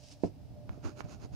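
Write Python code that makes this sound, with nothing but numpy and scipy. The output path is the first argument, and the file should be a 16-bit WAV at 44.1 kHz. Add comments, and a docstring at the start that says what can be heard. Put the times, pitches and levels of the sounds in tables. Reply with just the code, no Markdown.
"""Gloved hands sand the edge of a leather wallet over a table, close to the microphone in a quiet room.
First the sandpaper slides into place with a light hiss, and a hand knocks the table, which rings.
Then short back-and-forth strokes begin: the grit hisses and the leather rasps. The paper snaps on
the edge, twice clearly, and the pushes of the hands rock the table with soft low thumps.
A low room murmur and faint hums lie underneath throughout."""
import sys
import numpy as np
from scipy import signal
from scipy.fft import rfft, irfft
from scipy.io import wavfile

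SR = 44100
rng = np.random.default_rng(int(sys.argv[2]) if len(sys.argv) > 2 else 0)


def generate_wav(sig):
    """Save sig (samples, or channels by samples) to the path in sys.argv[1] as 16-bit PCM at SR."""
    pcm = np.round(np.clip(np.atleast_2d(sig).T, -1, 1) * 32767).astype(np.int16)
    wavfile.write(sys.argv[1], SR, pcm)


N = 59535
T, HZ = np.arange(N) / SR, np.fft.rfftfreq(N, 1 / SR)

# Strokes close to the microphone: peak_s, rise_s, fall_s, hiss_db, rasp_db
STROKES = [(0.721, 0.053, .11, -74, -60), (0.856, 0.031, 0.08, -56, -42.5), (1, 0.04, 0.027, -55.5, -47.5),
           (1.045, 0.0098, 0.023, -69.5, -59.5), (1.126, 0.066, 0.049, -58.5, -52),
           (1.242, 0.057, 0.036, -61, -52.5), (1.352, 0.035, .04, -59.5, -58)]
# Tone of the grit and of the leather: frequency_hz, density_db
GRIT_TONE = [(900, -11.5), (2000, -19), (2600, -7.5), (3200, -10.5), (4300, 0), (5100, 2), (5700, 0),
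             (6300, 2), (6750, 4.5), (7200, -11), (7900, -10), (8500, -17.5), (9800, -11.5), (12500, -21),
             (16000, -26)]
RASP_TONE = [(60, -9), (150, -4), (260, 9.5), (390, 7.5), (500, -5), (800, -5), (1000, -9), (1400, -7),
             (1900, -21.5), (2500, -16), (3200, -29), (6000, -57)]
# Likeness of the two channels: frequency_hz, correlation
GRIT_LIKENESS = [(2000, 0.22), (6500, 0.57), (12000, 0.34)]
RASP_LIKENESS = [(200, 0.14), (1500, 0.21)]
# Both sit to the right: frequency_hz, left_minus_right_db
GRIT_LEAN = [(2000, -33), (4500, -8), (9000, -3.5)]
RASP_LEAN = [(200, -6.5), (650, 0), (1300, -11.5), (2500, -3)]
def sanding():
    """Each stroke drags grit over the edge: the paper hisses and the leather rasps."""
    hiss = sum(amp(db) * swell(s, rise, fall) for s, rise, fall, db, _ in STROKES)
    rasp = sum(amp(db) * swell(s, rise, fall) for s, rise, fall, _, db in STROKES)
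    grit = grains()
    paper = hiss * colour(grit, GRIT_TONE, GRIT_LIKENESS, GRIT_LEAN)
    leather = rasp * colour(grit, RASP_TONE, RASP_LIKENESS, RASP_LEAN)
    return paper + leather


# Paper sliding under the glove: peak_s, rise_s, fall_s, level_db
SLIDES = [(.075, 0.12, .12, -61), (0.119, 0.017, .03, -60.5), (.205, 0.021, .04, -87),
          (.258, 0.057, 0.043, -62)]
SLIDE_TONE = [(710, -52), (1200, -23), (1410, -23), (1590, -10.5), (1900, -16), (2650, -2), (3540, -5),
              (5310, 4), (8510, -10.5), (9680, -12), (15500, -39)]  # thin hiss: frequency_hz, density_db
SLIDE_LIKENESS = [(2000, 0.43), (8000, 0.47)]  # between channels: frequency_hz, correlation
SLIDE_LEAN = [(2000, -10.5), (4500, -1), (8000, 0)]  # a little to the right: frequency_hz, left_minus_right_db
def paper_slides():
    """Without pressure the paper only hisses."""
    speed = sum(amp(db) * swell(s, rise, fall) for s, rise, fall, db in SLIDES)
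    return speed * colour(grains(), SLIDE_TONE, SLIDE_LIKENESS, SLIDE_LEAN)


# A hand on the table, close by: start_s, level_db
KNOCKS = [(.2354, -11), (0.5388, -47), (0.7751, -37), (1.250, -36.5)]
# Modes of the tabletop: pitch_hz, relative_db, t60_s, left_minus_right_db
TABLE_MODES = [(98, -25, 0.18, -12.5), (172, -18, 0.14, -11), (278.2, -13, 0.094, -0.5),
               (374, -27, 0.13, 16), (475, -33, 0.036, -21.5), (607, -37.5, 0.041, -33),
               (676, -23, 0.057, -23.5), (701, -26, 0.099, -1), (836, -28, 0.065, -8)]
CRACK_TONE = [(300, -17), (1000, 10), (1500, 1.5), (1900, -9.5), (2450, 0), (3100, -17), (4000, -10),
              (6500, -17), (9000, -27), (14000, -39)]  # contact noise: frequency_hz, density_db
CRACK_LIKENESS = [(1500, 0.24)]  # between channels: frequency_hz, correlation
CRACK_LEAN = [(1500, -15.5)]  # well to the right: frequency_hz, left_minus_right_db
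def table_knocks():
    """A padded blow: a tick at first contact, one push of air, a faint crack and the table's ring."""
    blow, body, t = np.zeros((2, N)), np.zeros((2, N)), T[:SR // 4]
    lead_s, push_width_s, ring_rise_s = .002, .000485, .0034
    to_right = np.array([[.05], [1]])
    push_time = (t - lead_s - .0012) / push_width_s
    push = amp(-2.5) * -push_time * np.exp((1 - push_time ** 2) / 2) * to_right
    tick = decay(t, db=-27, t60_s=.0022) * np.sin(2 * np.pi * 1800 * t) * to_right
    ring_time = t - np.array([[.0028], [.0025]])  # the left channel lags slightly
    ring = sum(pan(lean) * decay(t, db, t60) * np.sin(2 * np.pi * hz * ring_time)
               for hz, db, t60, lean in TABLE_MODES)
    ring *= 1 - np.exp(-(t / ring_rise_s) ** 2)
    crack_envelope = decay(t, db=-32, t60_s=.05) * (1 - np.exp(-t / .00026))
    for s, db in KNOCKS:
        noise = colour(rng.standard_normal((2, N)), CRACK_TONE, CRACK_LIKENESS, CRACK_LEAN)
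        crack = noise[:, :len(t)] * crack_envelope
        add(blow, s - lead_s, amp(db) * push)
        add(blow, s, amp(db) * (crack + tick))
        add(body, s, amp(db) * ring)
    return body + room(blow, wet_db=-7)


# Paper snapping at the right of the microphone: start_s, peak_db, pitch_ratio
SNAPS = [(.117, -46, 1.4), (0.6937, -27.5, 0.93), (0.848, -34.5, 0.97), (1.0065, -20, 0.99)]
# Modes of the paper: base_pitch_hz, relative_db, t60_s
PAPER_MODES = [(870, 1, 0.0046), (1280, 10, 0.0032), (2270, -7, 0.0076), (3720, -16.5, 0.0022),
               (6400, -36, 0.0036)]
def paper_snaps():
    """The stiff paper flicks off the edge: a sharp pulse that dies within a few cycles."""
    out, t = np.zeros((2, N)), T[:SR // 20]
    rise_s, to_right = .00005, np.array([[-.018], [1]])
    for s, db, ratio in SNAPS:
        flick = sum(decay(t, level, t60) * np.sin(2 * np.pi * hz * ratio * t)
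                    for hz, level, t60 in PAPER_MODES)
        flick *= 1 - np.exp(-t / rise_s)
        add(out, s - .0002, amp(db) * flick / flick.max() * to_right)
    return room(out, wet_db=-13.5)


# Low thumps at the microphone: start_s, level_db, pitch_hz, rise_s
THUMPS = [(0.119, -65, 130, 0.0051), (0.236, -32, 80, .012), (0.693, -27.5, 81.6, 0.0068),
          (0.753, -50, 124, .012), (0.844, -27.5, 85, 0.014), (1.042, -30.5, 115, 0.0049),
          (1.246, -37, 105, 0.0029), (1.331, -31, 67.8, 0.017)]
def table_thumps():
    """Pushes rock the table and the microphone: a few slow swings, opposite in the two channels."""
    out, t = np.zeros((2, N)), T[:SR // 4]
    opposed = np.array([[-.78], [1]])
    for s, db, hz, rise in THUMPS:
        envelope = (t / rise * np.exp(1 - t / rise)) ** 2
        add(out, s, amp(db) * envelope * np.sin(2 * np.pi * hz * t) * opposed)
    return out


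# Gloved fingers shifting on the wallet: peak_s, rise_s, fall_s, level_db
SHIFTS = [(0.119, 0.011, 0.024, -57), (0.409, 0.029, 0.04, -61.5), (.58, 0.1, 0.11, -57),
          (0.711, 0.051, 0.079, -52), (.84, 0.03, 0.068, -55), (1.061, .025, 0.029, -47.5),
          (1.139, 0.062, 0.052, -55.5), (1.336, 0.04, 0.11, -53)]
SHIFT_TONE = [(50, -23), (130, 4.5), (190, 5), (280, 1.5), (370, -4), (480, -13), (600, -11.5), (700, -5.5),
              (900, -21), (1500, -28.5), (3000, -45), (10000, -69)]  # dull rub: frequency_hz, density_db
SHIFT_LIKENESS = [(150, 0.4), (600, 0.41)]  # between channels: frequency_hz, correlation
SHIFT_LEAN = [(150, 0), (600, -5.5)]  # near the centre: frequency_hz, left_minus_right_db
def finger_shifts():
    """Fingers regrip the wallet with a soft, low rub."""
    speed = sum(amp(db) * swell(s, rise, fall) for s, rise, fall, db in SHIFTS)
    return speed * colour(grains(), SHIFT_TONE, SHIFT_LIKENESS, SHIFT_LEAN)


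ROOM_TONE = [(20, -5), (35, -19), (60, 3.5), (90, 1), (130, 6), (200, -11.5), (280, -6.5), (350, -20),
             (480, -19), (680, -15), (800, -21), (1100, -33.5), (1700, -38), (2600, -35.5), (3600, -37.5),
             (5200, -35), (6500, -42), (8000, -44.5), (15500, -47)]  # the quiet room: frequency_hz, density_db
ROOM_LIKENESS = [(60, -0.6), (130, 0.26), (280, .4), (600, 0.36), (1500, 0.36), (8000, 0.02)]  # between channels: frequency_hz, correlation
ROOM_LEAN = [(60, -8), (200, 1), (700, -3.5), (2400, 0)]  # stereo balance: frequency_hz, left_minus_right_db
MURMUR_DRIFT = [(0, -5.5), (.2, -4.5), (.4, 2.5), (.6, 1.5), (.95, 0.5), (1.35, 2.5)]  # the low end rises and falls: time_s, gain_db
HUMS = [(121.95, 5, -61.5), (286, 18, -69), (596.9, 12.2, -64)]  # hums in the room: pitch_hz, width_hz, base_level_db
HUM_DRIFT = [(0, -6), (.14, -2), (.33, -3), (.41, 1.5), (.5, -12), (.58, 7), (.68, -5), (.95, -1),
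             (1.08, 6.5), (1.22, -5), (1.35, -13.5)]  # they waver together: time_s, gain_db
def background():
    """Low murmur, faint hiss and three wavering hums, each a narrow band of noise."""
    tone = amp(-50) * colour(rng.standard_normal((2, N)), ROOM_TONE, ROOM_LIKENESS, ROOM_LEAN)
    murmur = irfft(rfft(tone) / (1 + (HZ / 500) ** 4), N)  # below 500 Hz
    hiss = tone - murmur
    hum = sum(amp(db) * noise_band(hz, width / 2) for hz, width, db in HUMS)
    murmur_gain = amp(np.interp(T, *np.transpose(MURMUR_DRIFT)))
    hum_gain = amp(np.interp(T, *np.transpose(HUM_DRIFT)))
    return hiss + murmur_gain * murmur + hum_gain * hum * pan(-5)


# Decay of the small room around the table: frequency_hz, t60_s
ROOM_DECAY = [(150, 0.19), (600, 0.12), (3000, 0.19), (10000, 0.22)]
def room(x, wet_db):
    """The walls return a short diffuse tail, fed from the right channel."""
    t = T[:SR // 3]
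    reflections = rng.standard_normal((2, len(t))) * (t > .003)
    hz, age_s, bands = signal.stft(reflections, SR, nperseg=256)
    tail = signal.istft(bands * decay(age_s, 0, read(ROOM_DECAY, hz)[:, None]), SR, nperseg=256)[1]
    wet = signal.fftconvolve(x[1:], tail / np.linalg.norm(tail[0]), axes=1)[:, :N]
    return x + amp(wet_db) * wet * pan(-1.5)


def grains(per_s=9000, spread_db=3.0, chatter_db=1.03):
    """Dense catches of single grits, clumped by the chatter of the paper."""
    chatter = noise_band(0, half_width_hz=110)
    size = amp(spread_db * np.minimum(rng.exponential(1, (2, N)), 5) + chatter_db * chatter)
    return size * rng.choice([-1, 1], (2, N)) * (rng.random((2, N)) < per_s / SR)


def swell(peak_s, rise_s, fall_s, edge_db=-19.5, flatness=2.06):
    """The speed of a stroke: a rounded rise and fall."""
    return amp(edge_db * np.maximum((peak_s - T) / rise_s, (T - peak_s) / fall_s) ** flatness)


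def colour(pair, spectrum, likeness, lean):
    """Gives two unrelated signals a spectrum, a likeness and a lean to one side, at rms 1."""
    right, other = rfft(pair)
    correlation = np.clip(read(likeness), -1, 1)
    left = correlation * right + np.sqrt(1 - correlation ** 2) * other
    return unit(irfft(np.array([left, right]) * amp(read(spectrum)) * pan(read(lean)), N))


def noise_band(centre_hz, half_width_hz):
    """Noise around one frequency, at rms 1."""
    shape = 1 / (1 + ((HZ - centre_hz) / half_width_hz) ** 2)
    return unit(irfft(rfft(rng.standard_normal(N)) * shape, N))


def decay(t, db, t60_s):
    """Starts at db and falls 60 dB every t60_s."""
    return amp(db - 60 * t / t60_s)


def amp(db):
    """Decibels to gain."""
    return 10 ** (np.asarray(db) / 20)


def unit(x):
    """Scales to rms 1."""
    return x / np.sqrt(np.mean(x ** 2) + 1e-20)


def read(points, hz=HZ):
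    """Reads a table on a log-frequency axis."""
    point_hz, value = np.transpose(points)
    return np.interp(np.log(hz + 1), np.log(point_hz + 1), value)


def add(mix, start_s, sound):
    """Adds a stereo sound at a time."""
    part = mix[:, max(round(start_s * SR), 0):][:, :sound.shape[1]]
    part += sound[:, :part.shape[1]]


def pan(lean_db):
    """Left and right gains; positive leans left."""
    return amp(np.array([[.5], [-.5]]) * lean_db)


def scene():
    """The handwork up close, the quiet room behind it."""
    rubbing = sanding() + paper_slides() + finger_shifts()
    return rubbing + table_knocks() + paper_snaps() + table_thumps() + background()


def record(dry, low_cut_hz=34, high_cut_hz=15700):
    """A gentle low cut under the lowest rumble, and the recorder's band limit."""
    thinned = signal.sosfilt(signal.butter(2, low_cut_hz, "highpass", fs=SR, output="sos"), dry)
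    band_limit = signal.firwin(1023, high_cut_hz, window=("kaiser", 9), fs=SR)
    return signal.oaconvolve(thinned, band_limit[None], "same")


dry = scene()
out = record(dry)
generate_wav(out)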